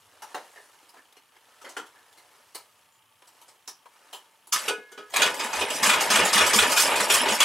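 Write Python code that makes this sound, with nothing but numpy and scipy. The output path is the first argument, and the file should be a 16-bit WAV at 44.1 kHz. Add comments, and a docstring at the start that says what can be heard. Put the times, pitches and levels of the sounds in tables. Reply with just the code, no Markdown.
"""Levers knock and cloth rubs on the seat of a small tractor, close to the microphones in a quiet workshop.
The starter clunks in once and drops out, then grinds the single cylinder over without the engine catching.
Uneven clicks, coloured and swelling in patches, make gear chatter, rumble, hiss and cloth; ringing bursts make
clanks and knocks; decaying tones make the frame's thumps and rising tones the exhaust's puffs.
Faint room air, hum and even ticking lie behind, and short wall echoes surround the close sound."""
import sys
import numpy as np
from scipy import signal
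from scipy.fft import rfft, irfft, next_fast_len
from scipy.io import wavfile
from scipy.ndimage import uniform_filter1d

SR = 44100
rng = np.random.default_rng(int(sys.argv[2]) if len(sys.argv) > 2 else 0)


def wav_record(signal):
    """Record a signal, one row per channel, as 16-bit PCM in the file named by sys.argv[1]."""
    frames = np.transpose(np.atleast_2d(signal))
    bounded = np.clip(frames, -1, 1)
    # unit amplitude maps onto the largest positive 16-bit level
    quanta = np.round(bounded * 32767).astype(np.int16)
    wavfile.write(sys.argv[1], SR, quanta)


N = 328104  # samples

# Every level_db is a relative setting: mixing, filters and the final squeeze act on it later.
# Starter turning until the crank spins, one table a burst: start_s, hiss_db, chatter_db, rumble_db
STARTER_BURSTS = [
    [(4.56, -29, -28, -40.5), (4.6, -40, -43, -47), (4.665, -42.5, -40.5, -42.5), (4.72, -48, -45, -40)],
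    [(5.12, -52, -59, -53), (5.2, -33, -28, -31), (5.28, -39, -29, -34.5), (5.34, -47, -57, -38.5),
     (5.42, -42, -32, -35.5), (5.51, -46, -44, -38.5), (5.58, -34, -33, -32.5), (5.68, -43, -37.5, -35),
     (5.76, -33, -40, -34.5), (5.815, -41, -41.5, -31)],
]
# Turns of the spinning crank: start_s, hiss_db, chatter_db, rumble_db, swing_depth (factor 0-2)
CRANK_TURNS = [(5.835, -27.5, -25, -27.5, 0.94), (6.107, -26, -23.5, -26, 0.91),
               (6.334, -24.5, -22.5, -25.5, 0.75), (6.538, -23.5, -24, -27.5, 1),
               (6.763, -23.5, -25, -25.5, 1.23), (7.099, -23.5, -24, -26, 1.32),
               (7.403, -27, -21.5, -28, 1.2)]
LAST_TURN_S = 0.19
# Swing within each turn, loud as the load lets go: turn_share (0-1), hiss_db, chatter_db, rumble_db
TURN_SWING = [(.12, 2.6, -0.3, -3.5), (.38, -6.5, -3.5, -2), (.56, -11, -3.5, -0.5), (.68, -6, -9, -2.5),
              (.84, -4, -10, -3.5), (.94, -12, -10, -3.5)]
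# Clanks repeated in each of the first turns: turn_share, level_db, brightness_db_per_octave, part
TURN_CLANKS = [(-.028, -4, 0.5, "bright"), (.215, -5.5, -0.4, "chink"), (.36, -7.5, -2.5, "clack"),
               (.62, -9, 1.5, "tock")]
EVEN_TURNS = 3
# Uneven clanks of the engine parts: start_s, level_db, brightness_db_per_octave, part
ENGINE_CLANKS = [(4.522, -4.5, 2.6, "bright"), (4.679, -10.5, -1, "clang"), (4.779, -40, -8, "clang"),
                 (4.915, -35.5, 2.5, "body"), (4.975, -27.5, -4.2, "body"), (5.097, -36, 6, "tock"),
                 (5.137, -14, -1.5, "clack"), (5.16, -7, 1.1, "clack"), (5.218, -4.5, -1.5, "chink"),
                 (5.259, -13.5, -3.5, "clang"), (5.34, -22.5, 7, "tock"), (5.393, -14.5, -1, "bright"),
                 (5.437, -15.5, 0.5, "tock"), (5.529, -16, -1.5, "thud"), (5.608, -12.5, -3.5, "low"),
                 (5.701, -16.5, 1.5, "low"), (5.859, -9.5, 0, "clack"), (6.532, -4.5, .6, "bright"),
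                 (6.587, -4.5, -.3, "chink"), (6.62, -7.5, -1.5, "clack"), (6.716, -8.5, .8, "bright"),
                 (6.763, -8.5, 1.7, "clack"), (6.772, -7, 5.5, "chink"), (6.799, -6.5, 10, "bright"),
                 (6.91, -14, -4, "thud"), (6.955, -12, .8, "thud"), (6.998, -8.5, -2.4, "tock"),
                 (7.099, -5, 1.1, "chink"), (7.139, -6, 4, "clack"), (7.256, -14.5, -4, "thud"),
                 (7.283, -11, -2, "low"), (7.319, -11, -2.5, "tock"), (7.403, -4.5, 0.5, "chink")]
# What each part rings with: rise_s, metal_db, then pairs of ring_hz, ring_db
PART_RINGS = {"bright": (.0055, -15, 1180, -10, 5007, -5.5, 6400, -9),
              "chink": (.0012, -14, 1437, -8.5, 3424, -4.5, 2500, -8),
              "clang": (.0025, -10.5, 450, -9, 1460, -8, 2513, -6),
              "clack": (.003, -15, 1110, -8, 2477, -7), "tock": (.004, -14, 870, -8, 1945, -9.5),
              "thud": (.004, -13, 890, -5, 2472, -7), "low": (.0025, -13, 561, -6, 3050, -4),
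              "body": (.004, -10, 440, -4, 1500, -7)}
# Ringing of engine and panels: pitch_hz, level_db, t60_s
METAL_MODES = [(418, -14, .3), (454.5, -14, .3), (497.3, -11.5, 0.35), (873, -19, 0.2), (1008, -17, 0.57),
               (1270, -12.5, 0.35), (1477.5, -8.5, 0.19), (1683, -23, 1.5), (2146, -25.5, 1.5),
               (2498, -8, 0.13), (2510, -14, 0.26), (2920, -27, 0.24), (3060, -9, 0.21),
               (3395, -6.5, 0.082), (3780, -13, 0.17), (4800, -13, .15), (5180, -12.5, 0.089),
               (7750, -15, 0.1)]
# Spectrum of gear chatter: pitch_hz, level_db per Hz
GEAR_SPECTRUM = [(710, -29), (1200, -0.5), (1300, -10.5), (1870, -3), (3280, -5.5), (4200, -19),
                 (5460, -39), (9240, -120)]
# Spectrum of frame rumble: pitch_hz, level_db per Hz
RUMBLE_SPECTRUM = [(18, -64), (30, -41), (197, -12), (486, -6.5), (527, .6), (778, -7.5), (897, 2.5),
                   (1100, -10.5), (2500, -11), (4000, -17.5), (5200, -50), (8800, -120)]
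# Spectrum of the starter's air hiss: pitch_hz, level_db per Hz
HISS_SPECTRUM = [(2350, -37), (4000, -5), (5040, 1), (6470, -5.5), (7270, -0.5), (11600, -6), (16000, -30)]
# Spectrum of the rattle in each clank: pitch_hz, level_db per Hz
CLANK_SPECTRUM = [(88, -46), (150, -19), (205, -11.5), (254, -19), (457, -8.5), (774, -5), (1790, -2.5),
                  (2140, -5), (3420, -3), (4240, -6.5), (8400, -5.5), (16000, -26)]
# The frame rocks on its mounts: start_s, level_db, pitch_hz
FRAME_THUMPS = [(5.339, -59, 277), (5.383, -49, 278), (5.445, -35, 235), (5.824, -31, 230),
                (5.874, -25.5, 210), (6.101, -28, 220), (6.139, -25.5, 215), (6.234, -29.5, 191),
                (6.355, -24, 206), (6.557, -20, 214), (6.678, -26.5, 261), (7.008, -29.5, 205),
                (7.206, -29.5, 248), (7.317, -27.5, 213)]
# The exhaust valve lets puffs down the pipe: start_s, level_db, length_s
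EXHAUST_PUFFS = [(5.554, -47, .11), (5.93, -49.5, 0.07), (6.17, -43, 0.088), (6.39, -41.5, 0.084),
                 (6.593, -39, 0.063), (6.803, -52, 0.075), (6.917, -50.5, 0.084), (7.122, -49, .08),
                 (7.25, -50.5, 0.085)]
# Levers, pedals and seat: start_s, level_db, brightness_db_per_octave, ring_hz, ring_db, rise_s
LEVER_KNOCKS = [(.115, -42, -2.5, 1010, -6, .02), (.22, -28, -.8, 850, 0, .002),
                (.299, -40, -2, 732, -2, .006), (0.344, -20, -4, 800, -1.5, .002),
                (.555, -34.5, -4, 1800, 3, .015), (.826, -42.5, -2, 417, -6, .004),
                (.892, -41, 4, 5000, -3, .0004), (.935, -39, -4, 900, -2, .01),
                (.965, -39, -4, 1750, 5.5, .008), (1.125, -46, 2.5, 3630, 2.5, .0004),
                (1.166, -39, -1.5, 2800, -4, .002), (1.363, -42, -3, 719, -15, .003),
                (1.612, -34, -1, 1260, -3, .008), (1.64, -26.5, -5, 2040, -5, .01),
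                (1.689, -31, -1.5, 6300, -4, .006), (1.766, -21, -3.5, 1420, -1.5, .002),
                (1.86, -40, 0, 3400, -5, .006), (1.95, -43, -4, 1720, 3, .02),
                (2.126, -43, 1, 3460, -3, .001), (2.17, -37, .7, 2050, -5, .012),
                (2.3, -42, -2, 1800, -5, .04), (2.77, -48, 1, 7000, -5, .01),
                (2.546, -24, 1, 4470, -8, .003), (3.219, -41.5, -3.5, 988, 0, .002),
                (3.27, -37.5, 1.5, 993, -7, .006), (3.41, -37, 1.2, 945, -5, .008),
                (3.478, -36, .6, 563, -12, .008), (3.676, -26, -.6, 5500, .8, .001),
                (3.856, -42, -4.5, 960, 9, .002), (3.925, -46, 1.5, 2300, -2, .02),
                (4.02, -50, -4, 2310, 1, .02), (4.127, -25, .6, 3100, -3, .006),
                (4.471, -35, 7, 9500, -4, .001)]
# The linkage rings with every knock: pairs of ring_hz, ring_db
LINKAGE_RINGS = (380, -17, 727, -16, 932, -11, 1277, -14)
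# Clothes rubbing on the seat: start_s, level_db, brightness_db (treble up, bass down, limited to 9)
CLOTH_RUBS = [(0.0, -61, -2), (0.18, -61, -8), (0.31, -56, -7), (0.58, -56, -2.5), (1.24, -66.5, -6),
              (1.7, -58.5, -7), (1.96, -62.5, -7), (2.4, -60, -5), (2.7, -63, -3), (3.1, -69, -3.5),
              (3.39, -60, -4.5), (3.73, -68, -4), (4.09, -60.5, -9), (4.53, -67.5, -3), (4.67, -68, -18.5),
              (5.13, -61.5, -17)]
# Spectrum of the cloth and of the rattle in each knock: pitch_hz, level_db per Hz
CLOTH_SPECTRUM = [(88, -54), (150, -22), (555, -4), (662, -6.5), (730, -2.5), (1480, -6.5), (1760, -5),
                  (2220, -8), (10600, -7.5), (16000, -23.5)]
# One thin squeak: start_s, end_s, pitch_hz, level_db
THIN_SQUEAK = (2.915, 3, 7080, -70)
# Spectrum of the room air: pitch_hz, level_db per Hz
AIR_SPECTRUM = [(15, -57), (25, -40), (108, -11.5), (263, -9.5), (489, -21), (818, -28), (887, 9),
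                (962, -11), (1160, 1), (1560, -13), (3160, -6), (3920, -31), (10700, -13.5), (14800, -17),
                (16000, -27)]
AIR_DB = -66
# A low hum comes and goes: start_s, level_db
LOW_HUM = [(0.0, -74), (0.64, -93), (1.42, -85.5), (3.27, -82), (4.13, -102), (4.29, -85), (4.37, -101),
           (4.55, -76), (4.97, -97), (5.2, -66)]
# Stereo width at the microphones: pitch_hz, side_db relative to mid
SIDE_SPECTRUM = [(60, -37), (110, -36), (200, -34), (380, -18.5), (700, -13.5), (1290, -11.5), (2380, -10),
                 (4400, -10.5), (8120, -11), (15000, -35)]
CLANK_T60 = 0.165  # s, before the treble's faster fall
KNOCK_T60, SLOW_TAIL, TAIL_S_PER_DB = 0.3, 6.5, 0.005  # s, s per s of rise, s per dB
TICKS_PER_S = 29.97
EDGE_HZ = 15900


def engine():
    """Gear chatter, rumble, hiss and clanks; each clank strikes the metal at another spot."""
    levels, even_clanks = turns()
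    first_burst = gain_of(curve(STARTER_BURSTS[0]))
    hiss, chatter, rumble = first_burst + gain_of(curve(STARTER_BURSTS[1] + levels))
    gears = patchy(colour(grit(6000.0, 1.4, count=N), GEAR_SPECTRUM), db=3.5)
    frame = patchy(colour(grit(4000.0, 0.91, count=N), RUMBLE_SPECTRUM), db=3.5)
    grind = chatter * gears + rumble * frame
    small_parts = hiss * patchy(colour(grit(12000.0, 2.3, count=N), HISS_SPECTRUM), db=5.0)

    t = np.arange(SR // 2)[:, None] / SR
    hz, db, t60 = np.transpose(METAL_MODES)
    modes = gain_of(db - 60 * t / t60) * np.sin(2 * np.pi * hz * t)
    clanks = ENGINE_CLANKS + even_clanks
    spots = gain_of(2.8 * rng.standard_normal((len(clanks), len(METAL_MODES))))
    for (s, level_db, tilt_db, part), spot in zip(clanks, spots):
        rise, metal_db, *rings = PART_RINGS[part]
        hit = blow(level_db, tilt_db, CLANK_T60, rings, CLANK_SPECTRUM,
                   rise=max(rise, 1e-4), width_hz=120.0, wide_hz=6000.0)
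        rung = modes @ spot
        rung = rung / np.linalg.norm(rung)
        add(small_parts, s, hit)
        add(small_parts, s, gain_of(metal_db) * signal.fftconvolve(hit[:SR // 8], rung))

    # the open frame sheds little deep bass
    grind = signal.sosfilt(signal.butter(1, 200.0, "high", fs=SR, output="sos"), grind)
    return gain_of(1.18) * (grind + thin(small_parts))


def turns():
    """Sound swings within each crank turn as the load changes; the even turns repeat their clanks."""
    starts = [row[0] for row in CRANK_TURNS]
    ends = starts[1:] + [starts[-1] + LAST_TURN_S]
    levels, clanks = [], []
    for k, ((s, *db, depth), end) in enumerate(zip(CRANK_TURNS, ends)):
        length = end - s
        for share, *swing in TURN_SWING:
            levels.append((s + share * length, *(db + depth * np.array(swing))))
        if k < EVEN_TURNS:
            clanks += [(s + share * length, *rest) for share, *rest in TURN_CLANKS]
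    return levels, clanks


def strokes():
    """Low decaying thumps of the frame, and puffs that rise in pitch as the valve opens."""
    out, t = np.zeros(N), np.arange(SR // 4) / SR
    for s, level_db, hz in FRAME_THUMPS:
        envelope = gain_of(level_db - 60 * t / 0.14) * (1 - np.exp(-t / 0.0025))
        add(out, s, envelope * np.sin(2 * np.pi * hz * t))
    for s, level_db, length in EXHAUST_PUFFS:
        progress = np.arange(0, 1, 1 / (length * SR))
        hz = 55.6 + 52.0 * progress
        tone = np.sin(2 * np.pi * np.cumsum(hz) / SR)
        add(out, s, gain_of(level_db) * np.sin(np.pi * progress) * tone)
    return out


def driver():
    """Knocks of levers and seat ring the linkage over rubbing cloth, with one thin squeak."""
    level_db, bright_db = curve(CLOTH_RUBS)
    bright_db = bright_db.clip(-9, 9)
    rub = patchy(colour(grit(8000.0, 1.5, count=N), CLOTH_SPECTRUM), db=2.0)
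    dull = lowpass(rub)
    out = gain_of(level_db) * (dull * gain_of(-bright_db) + (rub - dull) * gain_of(bright_db))

    for s, level_db, tilt_db, hz, ring_db, rise in LEVER_KNOCKS:
        # slow starts and hard knocks die slowly
        t60 = KNOCK_T60 + SLOW_TAIL * rise + TAIL_S_PER_DB * level_db
        knock = blow(level_db, tilt_db, t60, (hz, ring_db, *LINKAGE_RINGS), CLOTH_SPECTRUM,
                     rise=max(rise, 1e-4), width_hz=80.0, wide_hz=2000.0)
        add(out, s, knock)

    start, end, hz, level_db = THIN_SQUEAK
    count = round((end - start) * SR)
    squeak = evened(ring(rng.standard_normal(count), hz, 90.0))
    add(out, start, gain_of(level_db) * squeak * signal.windows.tukey(count, 0.2))
    return out


def blow(level_db, tilt_db, t60, rings, body, rise, width_hz, wide_hz):
    """A rattling burst dies away, treble first; a few rings stand out, broader above wide_hz."""
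    t = np.arange(SR // 5) / SR
    # every blow finds other small parts
    parts = rng.standard_normal(400) * gain_of(-60 * t[:400] / 0.014)
    rattle = signal.oaconvolve(grit(15000.0, 1.37, count=len(t)), parts)[:len(t)]
    rattle = evened(colour(rattle, body, tilt_db))
    for hz, ring_db in np.reshape(rings, (-1, 2)):
        width = width_hz * (1 + (hz / wide_hz) ** 2)
        rattle = rattle + gain_of(ring_db) * evened(ring(rng.standard_normal(len(t)), hz, width))
    dull = lowpass(rattle)
    fall_db = -60 * t / np.clip(t60, 0.02, 1)
    sound = dull * gain_of(fall_db) + (rattle - dull) * gain_of(1.29 * fall_db)
    return gain_of(level_db) * sound * (1 - np.exp(-t / rise)) / 3.074


def air():
    """Faint coloured noise for the room, a resonant low hum, and small even ticking near 3 kHz."""
    hiss = gain_of(AIR_DB) * evened(colour(rng.standard_normal(N), AIR_SPECTRUM))
    hum = ring(ring(rng.standard_normal(N), 104.0, 50.0), 104.0, 50.0)
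    hum = gain_of(curve(LOW_HUM)[0]) * evened(hum)
    since_tick = (np.arange(N) / SR - 0.0208) % (1 / TICKS_PER_S)
    tick = evened(ring(rng.standard_normal(N), 3070.0, 650.0)) * np.exp(-since_tick / 0.006)
    return hiss + hum + gain_of(-61.5) * tick


def walls(x, t60):
    """Wall echoes from all round: a decaying noise tail of energy 1."""
    t = np.arange(SR // 2) / SR
    tail = signal.lfilter([0.6], [1, -0.4], rng.standard_normal(len(t))) * gain_of(-60 * t / t60)
    return signal.oaconvolve(x, tail / np.linalg.norm(tail))[:N]


def scattered(x):
    """The same sound arrives by ever-changing paths, its spectrum randomly weighted and phased."""
    z = signal.stft(x, nperseg=512)[2]
    field = uniform_filter1d(rng.standard_normal((2, *z.shape)), size=2, axis=1)
    a, b = uniform_filter1d(field, size=4, axis=2)
    return signal.istft(z * (evened(a) + 1j * evened(b)) / 2, nperseg=512)[1][:len(x)]


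def patchy(x, db):
    """Loose parts take turns: short resonances swell and fade all over the spectrum."""
    z = signal.stft(x, nperseg=256)[2]
    field = uniform_filter1d(rng.standard_normal(z.shape), size=2, axis=0)
    field = uniform_filter1d(field, size=6, axis=1)
    return evened(signal.istft(z * gain_of(db * evened(field)), nperseg=256)[1][:len(x)])


def grit(per_s, spread_db, count):
    """Random clicks of uneven size, as from many small contacts."""
    size = gain_of(spread_db * np.minimum(rng.exponential(1, count), 4))
    return evened(size * rng.standard_normal(count) * (rng.random(count) < per_s / SR))


def thin(x):
    """Small parts radiate no bass."""
    return signal.sosfilt(signal.butter(3, 240.0, "high", fs=SR, output="sos"), x)


def lowpass(x):
    """One-pole smoothing keeps the dull part of a sound."""
    return signal.lfilter([0.25], [1, -0.75], x)


def ring(x, hz, width_hz):
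    """One resonance of gain 1."""
    r = np.exp(-np.pi * width_hz / SR)
    return 2 * signal.lfilter([1 - r], [1, -r * np.exp(2j * np.pi * hz / SR)], x).real


def colour(x, points, tilt_db=0):
    """Filters by a spectrum, tilted around 2 kHz."""
    size = next_fast_len(len(x))
    octave = np.log2(np.fft.rfftfreq(size, 1 / SR) / 2000 + 1e-3)
    hz, db = np.transpose(points)
    gain_db = np.interp(octave, np.log2(hz / 2000), db) + tilt_db * np.maximum(octave, -3)
    return irfft(rfft(x, size) * gain_of(gain_db), size)[:len(x)]


def curve(rows):
    """Table columns at every sample, -120 outside; a table reaching the end holds its last value."""
    s, *columns = np.transpose(rows)
    t = np.arange(N) / SR
    reaches_end = s[-1] * SR > N - 999
    return [np.interp(t, s, c, left=-120, right=c[-1] if reaches_end else -120) for c in columns]


def gain_of(db):
    """Amplitude factor of a level in dB."""
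    return 10 ** (np.asarray(db) / 20)


def evened(x):
    """Scales to an RMS of 1."""
    return x / np.sqrt(np.mean(x ** 2) + 1e-20)


def add(mix, s, sound):
    """Lays a sound into the mix from s seconds."""
    part = mix[round(s * SR):][:len(sound)]
    part += sound[:len(part)]


def scene():
    """Close stereo microphones: the sides carry only scattered sound."""
    close = engine() + thin(driver())
    mid = close + gain_of(-13.0) * walls(close, 0.27) + strokes() + air()
    side = gain_of(4.5) * colour(scattered(mid), SIDE_SPECTRUM)
    return np.array([mid + side, mid - side])


def record(dry):
    """Peaks are softly squeezed; then the treble ends at the band limit."""
    squeezed = 0.67 * np.tanh(dry / 0.75)
    band = signal.firwin(511, EDGE_HZ, window=("kaiser", 9), fs=SR)
    return signal.oaconvolve(squeezed, band[None], "same")


dry = scene()
out = record(dry)
wav_record(out)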